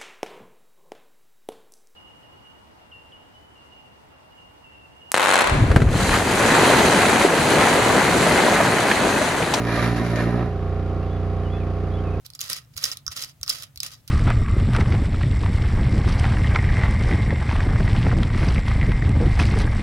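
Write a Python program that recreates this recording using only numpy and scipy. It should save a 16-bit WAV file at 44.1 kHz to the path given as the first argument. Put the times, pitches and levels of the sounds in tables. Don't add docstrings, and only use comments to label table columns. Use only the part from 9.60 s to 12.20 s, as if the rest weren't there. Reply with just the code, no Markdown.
import sys
import numpy as np
from scipy import signal
from scipy.fft import rfft, irfft
from scipy.io import wavfile

SR = 44100
rng = np.random.default_rng(int(sys.argv[2]) if len(sys.argv) > 2 else 0)


def to_wav(sig):
    pcm = np.clip(np.atleast_2d(sig), -1, 1) * 32767
    pcm = np.round(pcm).astype(np.int16)
    wavfile.write(sys.argv[1], SR, pcm.T)


N = 114660
BIN_HZ = np.fft.rfftfreq(N, 1 / SR)
IDLE_S, IDLE_FADE_S = 0.894, 0.257


def motor(turns):
    # multiple of the turn rate, relative level in dB.
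    loaded_partials = [(1, -6), (2, 1), (3, -3.5), (4, -5), (5, -7), (6, -14), (7, -10), (8, -24), (9, -18),
                       (10, -17.5), (11, -18.5), (12, -18.5), (13, -16), (14, -23), (15, -40), (16, -23.5),
                       (17, -19), (18, -35), (19, -23.5), (20, -27.5), (21, -24.5), (22, -20)]
    # multiple of half the turn rate, relative level in dB.
    idle_partials = [(1, -17), (2, -2.5), (3, 1), (4, -12.5), (5, -7.5), (6, -10), (7, -24), (8, -14),
                     (9, -31), (10, -15), (11, -19.5), (12, -22), (13, -14), (14, -11.5), (15, -22),
                     (16, -28.5), (17, -17), (18, -19), (19, -23), (20, -36), (21, -27), (22, -22.5),
                     (23, -20.5), (24, -20), (25, -31), (26, -18), (27, -40.5), (28, -33), (29, -37),
                     (30, -33), (31, -36), (32, -32.5), (33, -34.5), (34, -43), (35, -33.5), (36, -32),
                     (37, -25), (38, -35), (39, -35), (40, -30), (41, -33.5), (42, -40.5), (43, -29.5),
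                     (44, -29.5), (45, -37.5), (46, -33), (47, -30), (48, -47.5)]
    # time in seconds, level in dB.
    buzz_db = [(0, -24), (.1, -23), (.26, -21.5), (.36, -21.5), (.48, -23.3), (.64, -21.5), (.82, -21.5),
               (.87, -26), (.91, -32), (.96, -41), (1.05, -83)]
    # frequency in Hz at 59.5 turns per second, level in dB.
    whines = [(1098, -58.5), (1190, -58), (3779, -73.5), (4721, -74)]
    buzz = drone(turns, loaded_partials, sharp=0.88, smear=0.1097, scatter=4.5, rough=0.34, spread=0.96)
    throb = drone(turns / 2, idle_partials, sharp=0, smear=1.3, scatter=3.3, rough=.14, spread=0.7)
    whine = sum(amp(db) * np.sqrt(2) * np.sin(2 * np.pi * hz * turns / 59.5) for hz, db in whines)
    throb_gain = amp(-23.5) * np.sqrt(ramp(IDLE_S, IDLE_FADE_S))
    return throb_gain * throb - amp(curve(buzz_db)) * buzz + whine


def rotation():
    # time in seconds, turns per second.
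    speed = [(0, 58.1), (.11, 57.3), (.23, 58.2), (.32, 58.9), (.38, 57.8), (.45, 58.8), (.52, 57.3),
             (.6, 57.7), (.7, 59.1), (.8, 58.9), (.87, 59.6), (1.1, 59.5), (2.6, 59.5)]
    hunt_hz = 11 * (1 + 0.14 * wander(3.7))
    hunt = np.sin(2 * np.pi * np.cumsum(hunt_hz) / SR) * (1 + 0.13 * wander(3))
    unsteadiness = .004 * hunt * ramp(IDLE_S, IDLE_FADE_S) + .003 * wander(45)
    return np.cumsum(curve(speed) * (1 + unsteadiness)) / SR


def drone(cycles, partials, sharp, smear, scatter, rough, spread):
    orders, db = np.transpose(partials)
    log_gain = np.r_[db.min(), db, db.min(), db[::-1]] * np.log(10) / 20
    lags = np.imag(signal.hilbert(log_gain))[1:]
    sides = np.array([[.5], [-.5]])
    tone, shared_waver = np.zeros((2, N)), wander(32)
    for n, level, lag in zip(orders, db, lags):
        height = n / orders[-1]
        astray, apart = height * rng.standard_normal(2)
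        offset = scatter * astray + spread * apart * sides - sharp * lag - smear * n ** 2
        waver = 1 + rough * np.sqrt(height) * (shared_waver + wander(12))
        tone += amp(level) * waver * np.cos(2 * np.pi * n * cycles + offset)
    return unit(tone) * amp(-3 * sides)


def sanding(turns):
    # time in seconds, relative rasp level in dB.
    pressure = [(0, -43.5), (.04, -45), (.09, -41.5), (.15, -38.5), (.26, -37), (.31, -44.5), (.352, -48.5),
                (.375, -40), (.42, -48.5), (.46, -41), (.51, -44.5), (.55, -49.5), (.565, -45), (.605, -42),
                (.68, -51.5), (.79, -57), (.87, -60), (.95, -63)]
    # frequency in Hz, relative density in dB.
    rasp_spectrum = [(500, -29), (950, -11), (1200, -4), (1450, 1.5), (1800, -5.5), (2100, 0.5),
                     (2400, -6.5), (2600, -8), (3500, -12), (3900, -9.5), (5000, -13), (7300, -19.5),
                     (9000, -34), (13000, -44)]
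    hiss_spectrum = [(500, -38), (5000, -23), (7500, -4), (9500, -0.5), (10800, 4.5), (11800, -5),
                     (13700, -13)]
    # start in seconds, initial level in dB.
    catches = [(0.362, -36), (0.558, -30.5)]
    contact = 1 - ramp(0.89, 0.24)
    push = amp(curve(pressure) + 0.92 * wander(40)) * pulses(turns, depth=0.9, decay_cycles=0.32)
    rasp_db = spectrum(rasp_spectrum)
    rasp = push * amp(6.5) * mic_pair(grit(), amp(rasp_db))
    wood = bar(turns)
    hiss = amp(-45.5) * (push / amp(-38)) ** 0.96 * mic_pair(grit(), amp(spectrum(hiss_spectrum)))
    snag, t = np.zeros(N), np.arange(SR // 10) / SR
    for start, db in catches:
        add(snag, start, amp(db) * np.exp(-t / 0.0099))
    return contact * (rasp + wood + hiss) + snag * mic_pair(grit(), amp(0.5 * rasp_db))


def grit():
    per_second, spread_db = 9000, 1.5
    size = amp(spread_db * np.minimum(rng.exponential(1, N), 4))
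    struck = rng.random(N) < per_second / SR
    return unit(size * struck * rng.standard_normal((2, N)))


def bar(turns):
    # frequency in Hz, width in Hz, relative level in dB.
    modes = [(592, 147, -1), (990, 67, -0.5), (1190, 205, -1), (1700, 110, -0.5), (1818, 164, 3),
             (2366, 120, -4.5), (2730, 55, -10), (3460, 84, -13), (3820, 110, -11), (4094, 52, -8),
             (4540, 46, -13), (5160, 69, -15.5), (6020, 90, -21)]
    # time in seconds, relative level in dB.
    ring_db = [(0, -40), (.05, -41.5), (.09, -28), (.25, -27), (.3, -37), (.35, -41.5), (.38, -32),
               (.42, -36), (.47, -41), (.55, -36), (.565, -30.5), (.6, -28), (.625, -40), (.7, -38),
               (.8, -40.5), (.87, -46), (.95, -51)]
    rattle_db = [(0, -34.5), (.04, -32.5), (.13, -28.5), (.25, -32), (.33, -34.5), (.4, -29.5),
                 (.46, -35.5), (.53, -32.5), (.66, -29), (.75, -37), (.8, -29), (.86, -34.5), (.93, -42)]
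    # frequency in Hz, relative density in dB.
    rattle_spectrum = [(30, -47), (70, 6.5), (150, -9.5), (330, 6), (480, -2.5), (720, 1), (870, -14),
                       (1020, -8.5), (1500, -12.5), (2100, -17), (3000, -26), (8000, -52)]
    response = sum(amp(db) / (1 + 2j * (BIN_HZ - hz) / width) ** 2 for hz, width, db in modes)
    ring = mic_pair(grit() * pulses(turns, depth=1.4, decay_cycles=0.28), response)
    knocks = grit() * pulses(turns, depth=1.3, decay_cycles=0.33)
    rattle = mic_pair(knocks, amp(spectrum(rattle_spectrum)))
    return amp(curve(ring_db) - 0.5) * ring + amp(curve(rattle_db) + 2.5) * rattle


def clatter(turns):
    # frequency in Hz, relative density in dB.
    noise_spectrum = [(25, -41), (80, -16.5), (270, -23), (400, -17.5), (470, -29), (600, -26), (770, -27),
                      (860, -32.5), (1150, -32.5), (1650, -34), (2600, -40.5), (4800, -50.5), (7300, -59),
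                      (9700, -60.5), (13000, -68)]
    gate = pulses(turns / 2, depth=0.33, decay_cycles=0.4) * pulses(turns, depth=0.56, decay_cycles=0.19)
    return amp(-37.5) * mic_pair(gate * rng.standard_normal((2, N)), amp(spectrum(noise_spectrum)))


def shed(direct):
    t60_s, delay_s, per_second, wet = 0.31, .004, 2000, amp(-6)
    t = np.arange(SR // 2) / SR
    tail = rng.standard_normal(len(t)) * (rng.random(len(t)) < per_second / SR)
    tail *= (t > delay_s) * amp(-60 * t / t60_s)
    reflections = signal.fftconvolve(direct, tail[None] / np.linalg.norm(tail), axes=1)[:, :N]
    return (direct + wet * reflections) / np.hypot(1, wet)


def bird():
    # start and length in seconds, first, middle and last pitch in Hz, relative dB.
    notes = [(1.407, .04, 2520, 2705, 2800, -55), (1.495, 0.081, 3320, 3450, 3320, -55),
             (1.836, 0.055, 3210, 2950, 2940, -51), (1.895, .09, 3070, 3460, 3230, -49),
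             (1.928, 0.048, 2500, 2540, 2720, -51), (1.995, .045, 2690, 2470, 2240, -49),
             (2.237, 0.037, 2710, 2800, 2846, -59), (2.31, 0.069, 3150, 3380, 3420, -52),
             (2.373, 0.031, 2900, 3118, 3400, -49.5), (2.437, 0.07, 2720, 2550, 2400, -50.5),
             (2.524, 0.032, 2690, 2540, 2420, -48)]
    song = np.zeros(N)
    for start, length, first, middle, last, db in notes:
        progress = np.arange(0, length, 1 / SR) / length
        hz = np.polyval(np.polyfit([0, .5, 1], [first, middle, last], 2), progress)
        envelope = amp(db) * np.sqrt(2 * abs(np.sin(np.pi * progress)))
        add(song, start, envelope * np.sin(2 * np.pi * np.cumsum(hz) / SR))
    t = np.arange(SR // 3) / SR
    tail = rng.standard_normal((2, len(t))) * np.exp(-t / .03)
    echoes = signal.fftconvolve(song[None], tail / np.linalg.norm(tail[0]), axes=1)[:, :N]
    return amp(-3) * (song + amp(-4) * echoes)


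def mic_pair(drives, gain):
    # frequency in Hz, coherence from 0 to 1.
    likeness = [(60, .995), (280, .985), (600, .96), (1300, .92), (2800, .62), (6000, .35), (7300, .5),
                (7750, .995), (8800, .995), (9200, .5), (13000, .35)]
    # frequency in Hz, left minus right in dB.
    balance = [(60, -9), (360, 0.5), (1200, -2), (2200, -2), (3900, 5), (7000, 2), (7700, -6), (13000, 2.5)]
    # frequency in Hz, lead of the left in radians.
    lead = [(60, 0), (1700, .1), (2300, .6), (3300, 1.), (4050, .4), (5300, .6), (6900, -1.2), (7750, -3.1),
            (8800, -3.2), (9500, -4.4), (11000, -5.8), (13000, -6.6)]
    common, separate = rfft(drives)
    coherence, side_db = spectrum(likeness), spectrum(balance)
    left = common * amp(side_db / 2) * np.exp(1j * spectrum(lead))
    right = (coherence * common + np.sqrt(1 - coherence ** 2) * separate) * amp(-side_db / 2)
    return unit(irfft(np.array([left, right]) * gain, N))


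def pulses(cycles, depth, decay_cycles):
    return unit(1 + depth * np.exp(-(cycles % 1) / decay_cycles))


def amp(db):
    return 10 ** (np.asarray(db) / 20)


def unit(x):
    return x / np.sqrt(np.mean(x ** 2) + 1e-20)


def curve(points):
    return np.interp(np.arange(N) / SR, *np.transpose(points))


def spectrum(points):
    hz, value = np.transpose(points)
    return np.interp(np.log(BIN_HZ + 1), np.log(hz + 1), value)


def ramp(middle_s, length_s):
    return .5 + .5 * np.sin(np.pi * np.clip((np.arange(N) / SR - middle_s) / length_s, -.5, .5))


def wander(hz):
    return unit(irfft(rfft(rng.standard_normal(N)) / (1 + (BIN_HZ / hz) ** 4), N))


def add(mix, start_s, sound):
    part = mix[..., round(start_s * SR):][..., :sound.shape[-1]]
    part += sound[..., :part.shape[-1]]


def scene():
    turns = rotation()
    return motor(turns) + clatter(turns) + shed(sanding(turns)) + bird()


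def record(dry):
    lowpass = signal.firwin(511, 13700, window=("kaiser", 9), fs=SR)
    return signal.oaconvolve(dry, lowpass[None], "same")


dry = scene()
out = record(dry)
to_wav(out)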